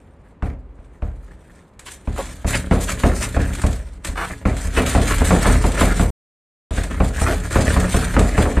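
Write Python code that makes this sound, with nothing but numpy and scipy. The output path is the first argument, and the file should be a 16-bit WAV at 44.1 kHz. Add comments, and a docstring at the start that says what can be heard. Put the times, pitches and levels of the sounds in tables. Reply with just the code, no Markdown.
"""A small dog paws at a closed wooden door in a small hard-walled room.
Soft bumps come first, then harder blows: each booms in the panel, knocks, and bounces the door in its latch.
The claws rub and scrape down the paint in tiny slips, with sharp snaps and short juddering runs in between.
Booms are ringing door modes; the other sounds are shaped noise. Faint room air lies underneath.
All sound drops out from about 6.1 to 6.7 s, then the pawing goes on."""
import sys
import numpy as np
from scipy import signal
from scipy.fft import rfft, irfft, next_fast_len
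from scipy.io import wavfile
from scipy.ndimage import uniform_filter1d, minimum_filter1d

SR = 44100
rng = np.random.default_rng(int(sys.argv[2]) if len(sys.argv) > 2 else 0)


def unload_audio(sound):
    """Save the sound as a 16-bit wav file, at the path given as the first command line argument."""
    columns = np.transpose(np.atleast_2d(sound))
    # keep every value between -1 and 1, then stretch to whole-number steps
    steps = np.round(np.clip(columns, -1, 1) * 32767)
    wavfile.write(sys.argv[1], SR, steps.astype(np.int16))


N = 379260
TIME = np.arange(N) / SR
ROOM_T60_S = 0.3  # time for the room's tail to fall by 60 dB, after snaps, judders and latch bounces


def from_db(db):
    """Turn decibels into a plain gain."""
    return 10 ** (np.asarray(db) / 20)


def rms_one(x):
    """Scale a sound to an rms of 1."""
    return x / np.sqrt(np.mean(x ** 2) + 1e-20)


def noise(colour, size=N):
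    """Noise shaped to the given spectrum, rms 1."""
    points = np.array(colour)
    fast_size = next_fast_len(size)
    hz = np.maximum(np.fft.rfftfreq(fast_size, 1 / SR), 1)
    gain = from_db(np.interp(np.log(hz), np.log(points[:, 0]), points[:, 1]))
    shaped = irfft(rfft(rng.standard_normal(fast_size)) * gain, fast_size)
    return rms_one(shaped[:size])


def drift(points_per_s):
    """Random wander around zero: straight lines between random points of spread 1."""
    points = rng.standard_normal(8192)
    return np.interp(TIME * points_per_s, np.arange(len(points)), points)


def response(colour, crack_t60_s, tail_db, tail_t60_s):
    """Dense ringing after one contact: a quick crack plus the room's tail; starts near rms 1."""
    t = TIME[:SR * 2 // 5]
    crack = from_db(-60 * t / crack_t60_s)
    tail = from_db(tail_db - 60 * t / tail_t60_s)
    return noise(colour, size=len(t)) * np.hypot(crack, tail)


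def strike(times_s, levels_db, colour, rise_s, crack_t60_s, tail_db, tail_t60_s):
    """Each contact lands on another spot and rings in its own way; fur and pad soften its start."""
    out = np.zeros(N + SR)
    for start_s, gain in zip(times_s, from_db(levels_db)):
        ringing = response(colour, crack_t60_s, tail_db, tail_t60_s)
        soft_start = 1 - np.exp(-TIME[:len(ringing)] / rise_s)
        at = int(start_s * SR)
        out[at:at + len(ringing)] += gain * ringing * soft_start
    return out[:N]


# spectrum of the quiet room: pitch_hz [Hz], level_db [dB per Hz, relative]
AIR_COLOUR = [(15, -39), (25, -11), (49, 3), (219, -10.5), (316, -11.5), (411, -13.5), (520, -14),
              (712, -20.5), (901, -19.5), (2300, -34.5), (3420, -44.5), (13000, -76)]


def room_air():
    """The faint steady sound of a quiet room, as shaped noise."""
    return from_db(-46.5) * noise(AIR_COLOUR)


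STROKE_ATTACK_S, STROKE_SAG_DB_PER_S, STROKE_RELEASE_DB_PER_S = 0.025, 18.5, 227.5


def stroke(length_s):
    """Loudness of one rake: the claws set in, ease off as they slide, then lift."""
    t = TIME[:SR * 3 // 5]
    sag_db = STROKE_SAG_DB_PER_S * t
    release_db = STROKE_RELEASE_DB_PER_S * np.maximum(t - length_s, 0)
    return np.minimum(t / STROKE_ATTACK_S, 1) * from_db(-sag_db - release_db)


RUB_SHARE, RUB_PRESSURE_DB = 0.45, 7  # plain gain on the rub levels below; extra for the rasp
RUB_FLICKER_DB, RUB_FLICKERS_PER_S = 3.5, 22
BITE_FOLLOWS = 0.27  # part of the pressure dB that reaches the bite
# light rubbing between strokes while the dog lies, rears up and stands:
# start_s [s], level_db [dB, relative, before RUB_SHARE]
RUB_LYING_LEVELS = [(0.0, -67.5), (0.244, -75), (0.892, -71.5), (1.284, -59), (1.484, -62), (1.632, -60.5),
                    (1.76, -81)]
RUB_REARING_LEVELS = [(1.95, -60), (3.03, -41.5), (3.62, -45), (3.84, -55), (4.1, -67.5), (4.19, -54.5),
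                      (5.04, -36.5), (5.84, -31.5), (5.95, -40)]
RUB_STANDING_LEVELS = [(6.89, -45.5), (7.144, -43.5), (7.56, -44), (7.708, -34), (8.24, -37), (8.55, -42)]
# a paw rakes down the door: start_s [s], length_s [s], level_db [dB, relative], pressure_db [dB]
RAKES = [(0.23, 0.016, -78, 17), (0.425, 0.054, -61.5, 16.5), (1.025, 0.057, -67.5, 15),
         (1.845, 0.098, -45, -13), (2.151, .17, -41.5, -1.5), (2.463, 0.11, -30.5, -0.5),
         (2.702, 0.067, -39.5, 7), (2.797, 0.022, -29, -14), (2.867, 0.039, -32, 1),
         (3.025, 0.097, -42, 6.5), (3.139, 0.02, -28.5, -19), (3.201, 0.034, -28.5, -5),
         (3.38, 0.066, -42.5, 12), (3.573, 0.22, -47.5, 3.5), (4.035, 0.049, -38, 1.5),
         (4.157, .17, -41.5, 2.5), (4.451, 0.057, -44.5, 11.5), (4.56, 0.09, -39, -3),
         (4.723, .11, -35.5, 9), (4.849, 0.12, -31.5, 3), (5.008, 0.077, -38.5, 6.5),
         (5.062, 0.062, -29.5, 0.5), (5.234, 0.13, -32.5, -7), (5.408, 0.16, -35.5, 7),
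         (5.631, 0.057, -33, 1), (5.77, 0.13, -33, 4), (5.87, 0.055, -40, 14), (5.95, 0.067, -32.5, -9.5),
         (6.697, .04, -48, 7), (6.742, 0.097, -40.5, 8.5), (6.89, .06, -44, 10.5), (7.011, 0.051, -41.5, 0),
         (7.128, 0.075, -40, 8), (7.174, 0.065, -34.5, -3), (7.285, 0.073, -40, 10),
         (7.499, 0.13, -32.5, 4.5), (7.648, 0.12, -39.5, 12.5), (7.898, 0.13, -32.5, 1.5),
         (8.06, 0.047, -46.5, 14.5), (8.212, 0.19, -40.5, 4.5), (8.35, 0.082, -37, 8),
         (8.493, 0.16, -52.5, 15.5)]


def drag():
    """Strokes on top of uneven light rubbing; pressing harder adds rasp, and some bite: gives all three gains."""
    follows = np.array([[0], [BITE_FOLLOWS], [1]])  # rows: hiss, bite, rasp
    rub_points = np.vstack([RUB_LYING_LEVELS, RUB_REARING_LEVELS, RUB_STANDING_LEVELS])
    rub_db = np.interp(TIME, *rub_points.T)
    flicker_db = RUB_FLICKER_DB * drift(RUB_FLICKERS_PER_S)
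    rub = RUB_SHARE * from_db(rub_db + flicker_db)
    power = (rub * from_db(follows * RUB_PRESSURE_DB)) ** 2
    for start_s, length_s, level_db, pressure_db in RAKES:
        at = int(start_s * SR)
        gains = stroke(length_s)[:N - at] * from_db(level_db + follows * pressure_db)
        power[:, at:at + gains.shape[1]] += gains ** 2
    return np.sqrt(power)


def slips(per_s, spread_db, clump_db):
    """Stick-slip of a claw: tiny jerks of uneven size that come in clumps; rms 1."""
    uneven = from_db(spread_db * np.minimum(rng.exponential(1, N), 4))
    sizes = uneven * rng.choice([-1, 1], N)
    happens = rng.random(N) < per_s / SR
    return rms_one(sizes * happens * from_db(clump_db * drift(110)))


def travelling(jerks, colour, crack_t60_s, tail_db, count=4):
    """The paw moves over the panel, so the mix of ringings that its jerks wake keeps changing; rms 1."""
    shares = np.array([drift(16) for _ in range(count)]) + 0.2
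    shares /= np.linalg.norm(shares, axis=0)
    total = np.zeros(N)
    for share in shares:
        ringing = response(colour, crack_t60_s, tail_db, tail_t60_s=0.24)
        total += signal.oaconvolve(jerks * share, ringing)[:N]
    return rms_one(total)


# low ringing modes of the door panel: pitch_hz [Hz], level_db [dB, relative], t60_s [s to fall 60 dB]
DOOR_MODES = [(44.7, -3.5, 0.91), (62.82, -7.5, 1), (76, 3.5, 0.32), (111, -3, 0.45), (145, -12.5, 0.6),
              (181.2, -2, 0.26), (228.6, -17.5, 0.42), (251.3, -8, 0.48), (277.4, -8.5, 0.29),
              (428.4, -11, 0.28), (543.5, -7, 0.073)]


def door(force):
    """The panel's low modes: each is a fading sine wave woken by the force."""
    out = np.zeros(N)
    for pitch_hz, level_db, t60_s in DOOR_MODES:
        decay = from_db(-60 / (t60_s * SR))
        turn = 2 * np.pi * pitch_hz / SR  # radians per sample
        feedback = [1, -2 * decay * np.cos(turn), decay * decay]
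        out -= from_db(level_db) * signal.lfilter([0, np.sin(turn)], feedback, force + 1e-18)
    return out


HISS_DB, BITE_DB, RASP_DB, SHAKE_DB = 2.5, 1.97, 2, 11  # shares of a drag
# spectra of the bright hiss, the biting edges and the rasping panel:
# pitch_hz [Hz], level_db [dB per Hz, relative]
HISS_COLOUR = [(3500, -33.5), (5300, -1), (7300, 7.5), (8300, 6.5), (10000, 3.5), (11000, -4.5),
               (11800, -56.5), (12800, 3), (14000, -12)]
BITE_COLOUR = [(1000, -5.5), (2300, -2.5), (2800, -8.5), (3900, -3), (5000, -12), (7000, -53)]
RASP_COLOUR = [(120, -9.5), (250, 3), (470, -1.5), (680, -2.5), (900, -15.5), (1200, -4), (1650, 0),
               (2350, -8), (2900, -15.5), (4500, -45)]


def scraping():
    """A bright hiss, biting edges, a rasping panel and a door shaken by the drag; gives (middle, sideways)."""
    hiss_gain, bite_gain, rasp_gain = drag()
    jerks = slips(per_s=1800, spread_db=2.2, clump_db=4.0)
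    hiss = travelling(jerks, HISS_COLOUR, crack_t60_s=0.012, tail_db=-13.5)
    side_hiss = travelling(jerks, HISS_COLOUR, crack_t60_s=0.012, tail_db=-13.5)
    bite = travelling(jerks, BITE_COLOUR, crack_t60_s=0.0032, tail_db=-15.5, count=3)
    # the panel answers to the rarer, heavier catches of a whole claw
    catches = slips(per_s=700, spread_db=4, clump_db=4.5)
    rasp = travelling(catches, RASP_COLOUR, crack_t60_s=0.03, tail_db=-13)
    shake = rms_one(door(catches))
    # the heavy panel follows the drag with some delay: smoothed over 0.05 s
    step = 1 / (SR * 0.05)
    effort = np.sqrt(signal.lfilter([step], [1, step - 1], rasp_gain ** 2))
    middle = from_db(HISS_DB) * hiss_gain * hiss
    middle += from_db(BITE_DB) * bite_gain * bite
    middle += from_db(RASP_DB) * rasp_gain * rasp
    middle += from_db(SHAKE_DB) * effort * shake
    sideways = from_db(-3.5) * hiss_gain * side_hiss
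    return middle, sideways


# spectrum of a claw snap: pitch_hz [Hz], level_db [dB per Hz, relative]
TICK_COLOUR = [(300, -8), (1500, 9.5), (4000, 2), (5400, -3), (8000, 8), (14000, -15)]
# a claw tip catches and snaps free: start_s [s], level_db [dB]
CLAW_SNAPS = [(0.252, -74), (1.792, -31.5), (3.5497, -23.5), (3.616, -22), (3.6638, -22), (3.728, -28),
              (4.0467, -19.5), (4.566, -26), (5.015, -26), (5.182, -21), (5.7182, -22.5), (6.835, -24),
              (7.3985, -30), (7.7987, -18.5), (8.1916, -16.5)]


def ticks():
    """Sharp snaps of single claws, each a short burst of ringing."""
    start_s, level_db = np.transpose(CLAW_SNAPS)
    return strike(start_s, level_db, TICK_COLOUR, rise_s=0.0015,
                  crack_t60_s=0.045, tail_db=-13.5, tail_t60_s=ROOM_T60_S)


def pushes(times_s, levels_db, lengths_s):
    """Smooth pulses of force: the longer the contact, the fewer modes it wakes."""
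    out = np.zeros(N + SR)
    t = TIME[:SR // 20]
    for start_s, gain, length_s in zip(times_s, from_db(levels_db), lengths_s):
        pulse = t * np.exp(-t / length_s)
        at = int(start_s * SR)
        out[at:at + len(t)] += gain * pulse / pulse.sum()
    return out[:N]


# above a gentle touch the pad flattens and the contact gets shorter (dB of length per dB of force)
GENTLE_DB, CONTACT_SHORTENS = -32.5, 0.65
# a harder blow clacks more: level at 0 dB force, and dB per dB of force
CLACK_AT_FULL_DB, CLACK_FOLLOWS = -1, 1.105
LATCH_BOUNCE_S, LATCH_DB = 0.039, -18  # delay after the blow, level relative to its force
# spectra of the dull knock and the bright clack: pitch_hz [Hz], level_db [dB per Hz, relative]
KNOCK_COLOUR = [(110, -21), (180, 8), (280, 2.5), (350, -2), (440, 0), (720, -2), (950, -23.5), (1500, -36),
                (3000, -63)]
CLACK_COLOUR = [(400, -14), (650, 8.5), (1200, 5.5), (1800, -2.5), (2500, -5), (3200, -16), (5000, -26),
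                (9000, -31), (14000, -52.5)]
# a paw lands on the door: start_s [s], force_db [dB, hard contact], weight_db [dB, push behind it]
PAW_BLOWS = [(0.423, -24, -17), (0.786, -45, -35), (1.021, -30, -16), (2.073, -27, -16.5),
             (2.445, -23.5, -15), (2.71, -11.5, -12), (3.035, -10.5, -10.5), (3.364, -17.5, -12),
             (3.637, -18.5, -11.5), (4.084, -37, -19), (4.453, -15.5, -13), (4.649, -38, -16),
             (4.773, -12.5, -17), (4.95, -10.5, -11), (5.216, -17, -14.5), (5.306, -7, -10),
             (5.455, -11.5, -12.5), (5.641, -14.5, -11.5), (5.811, -10, -12.5), (5.995, -14, -10.5),
             (6.707, -26.5, -19), (6.776, -23.5, -16), (7.001, -14.5, -12), (7.213, -18.5, -14.5),
             (7.556, -11, -12), (7.614, -23, -17), (7.764, -16, -11.5), (7.942, -14.5, -14),
             (8.165, -7.5, -8.5), (8.378, -11, -12.5), (8.455, -17, -20.5), (8.568, -17.5, -12)]


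def blows(gentle_push_s, lag_s):
    """The paw's push makes the panel boom; its contact knocks, and again when the door meets its latch."""
    start_s, force_db, weight_db = np.transpose(PAW_BLOWS)
    shortening = from_db(CONTACT_SHORTENS * np.minimum(GENTLE_DB - force_db, 0))
    boom = door(pushes(start_s + lag_s, weight_db, gentle_push_s * shortening))
    knock = strike(start_s, force_db, KNOCK_COLOUR, rise_s=0.0032,
                   crack_t60_s=0.073, tail_db=-2.5, tail_t60_s=0.42)
    clack_db = CLACK_AT_FULL_DB + CLACK_FOLLOWS * force_db
    clack = strike(start_s, clack_db, CLACK_COLOUR, rise_s=0.0004,
                   crack_t60_s=0.072, tail_db=-10.0, tail_t60_s=0.38)
    latch = strike(start_s + LATCH_BOUNCE_S, force_db + LATCH_DB, KNOCK_COLOUR, rise_s=0.002,
                   crack_t60_s=0.06, tail_db=-14, tail_t60_s=ROOM_T60_S)
    return boom + knock + clack + latch


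# spectrum of a judder: times_pitch [multiple of its pitch], level_db [dB per Hz, relative]
GRIP_COLOUR = [(.15, -14), (.5, -6), (.8, 0), (1.4, -1), (1.9, -6), (2.6, -18), (5, -32)]
# a pad or claw grips and judders down the door:
# start_s [s], end_s [s], level_db [dB, relative], slips_per_s [typical, per s], pitch_hz [Hz, of its ring]
GRIP_RUNS = [(1.86, 1.894, -37, 320, 2050), (2.156, 2.195, -33.5, 122, 1180), (2.177, 2.219, -26, 226, 646),
             (2.531, 2.563, -21.5, 475, 1700), (2.874, 2.915, -29.5, 380, 1700),
             (3.214, 3.264, -27.5, 360, 1590), (4.153, 4.26, -25, 265, 1110),
             (4.761, 4.81, -24.5, 325, 1600), (5.091, 5.148, -23, 390, 1468), (5.438, 5.49, -25, 300, 1350),
             (5.803, 5.824, -22, 400, 1400), (7.252, 7.298, -25, 180, 1250),
             (7.265, 7.341, -22.5, 277, 500)]


def judders(unevenness):
    """A gripping pad or claw lets go in a run of uneven slips, each ringing near one pitch."""
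    out = np.zeros(N)
    for start_s, end_s, level_db, slips_per_s, pitch_hz in GRIP_RUNS:
        chance = rng.standard_normal((60, 2))
        gaps_s = np.exp(unevenness * chance[:, 0]) / slips_per_s
        times_s = np.cumsum(gaps_s)
        # the grip builds and lets go
        progress = np.minimum(times_s / (end_s - start_s), 1)
        swell = np.sqrt(np.sin(np.pi * progress) * np.pi / 2)
        sizes = from_db(level_db + 2 * chance[:, 1]) * swell * np.sqrt(SR / slips_per_s)
        # one single-sample impulse for each slip
        size = SR // 5
        force = np.bincount((times_s * SR).astype(int), sizes, size)[:size]
        colour = np.array(GRIP_COLOUR) * [pitch_hz, 1]
        ringing = response(colour, crack_t60_s=0.028, tail_db=-18, tail_t60_s=ROOM_T60_S)
        run = signal.fftconvolve(force, ringing / np.linalg.norm(ringing))
        at = int(start_s * SR)
        out[at:at + len(run)] += run
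    return out


def scene():
    """Add all layers in the middle and spread part of the hiss between the ears."""
    scrape, sideways = scraping()
    middle = room_air() + scrape + ticks()
    middle += blows(gentle_push_s=0.0019, lag_s=0.004) + judders(unevenness=0.45)
    # only the treble differs between the ears
    treble_only = signal.ellip(6, 0.5, 70, 4100, "high", fs=SR, output="sos")
    softer_top = signal.butter(2, 10000, fs=SR, output="sos")
    side = signal.sosfilt(softer_top, signal.sosfilt(treble_only, sideways))
    return np.array([middle + side, middle - side])


SILENCE_START_S, SILENCE_END_S = 6.104, 6.708
CUTOFF_HZ = 13300


def record(dry):
    """The microphone sheds the deepest bass, tall peaks are limited, the sound drops out, the top is cut."""
    heard = signal.sosfilt(signal.butter(2, 27, "high", fs=SR, output="sos"), dry)
    is_on = (TIME < SILENCE_START_S) | (TIME > SILENCE_END_S)
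    live = uniform_filter1d(1.0 * is_on, size=128)
    # a limiter turns the gain down around the tallest peaks
    room_left = np.minimum(1, 0.78 / (np.abs(heard).max(axis=0) + 1e-9))
    gain = uniform_filter1d(minimum_filter1d(room_left, size=300), size=300)
    top_cut = signal.ellip(10, 0.2, 80, CUTOFF_HZ, fs=SR, output="sos")
    return signal.sosfilt(top_cut, heard * gain * live)


dry = scene()
out = record(dry)
unload_audio(out)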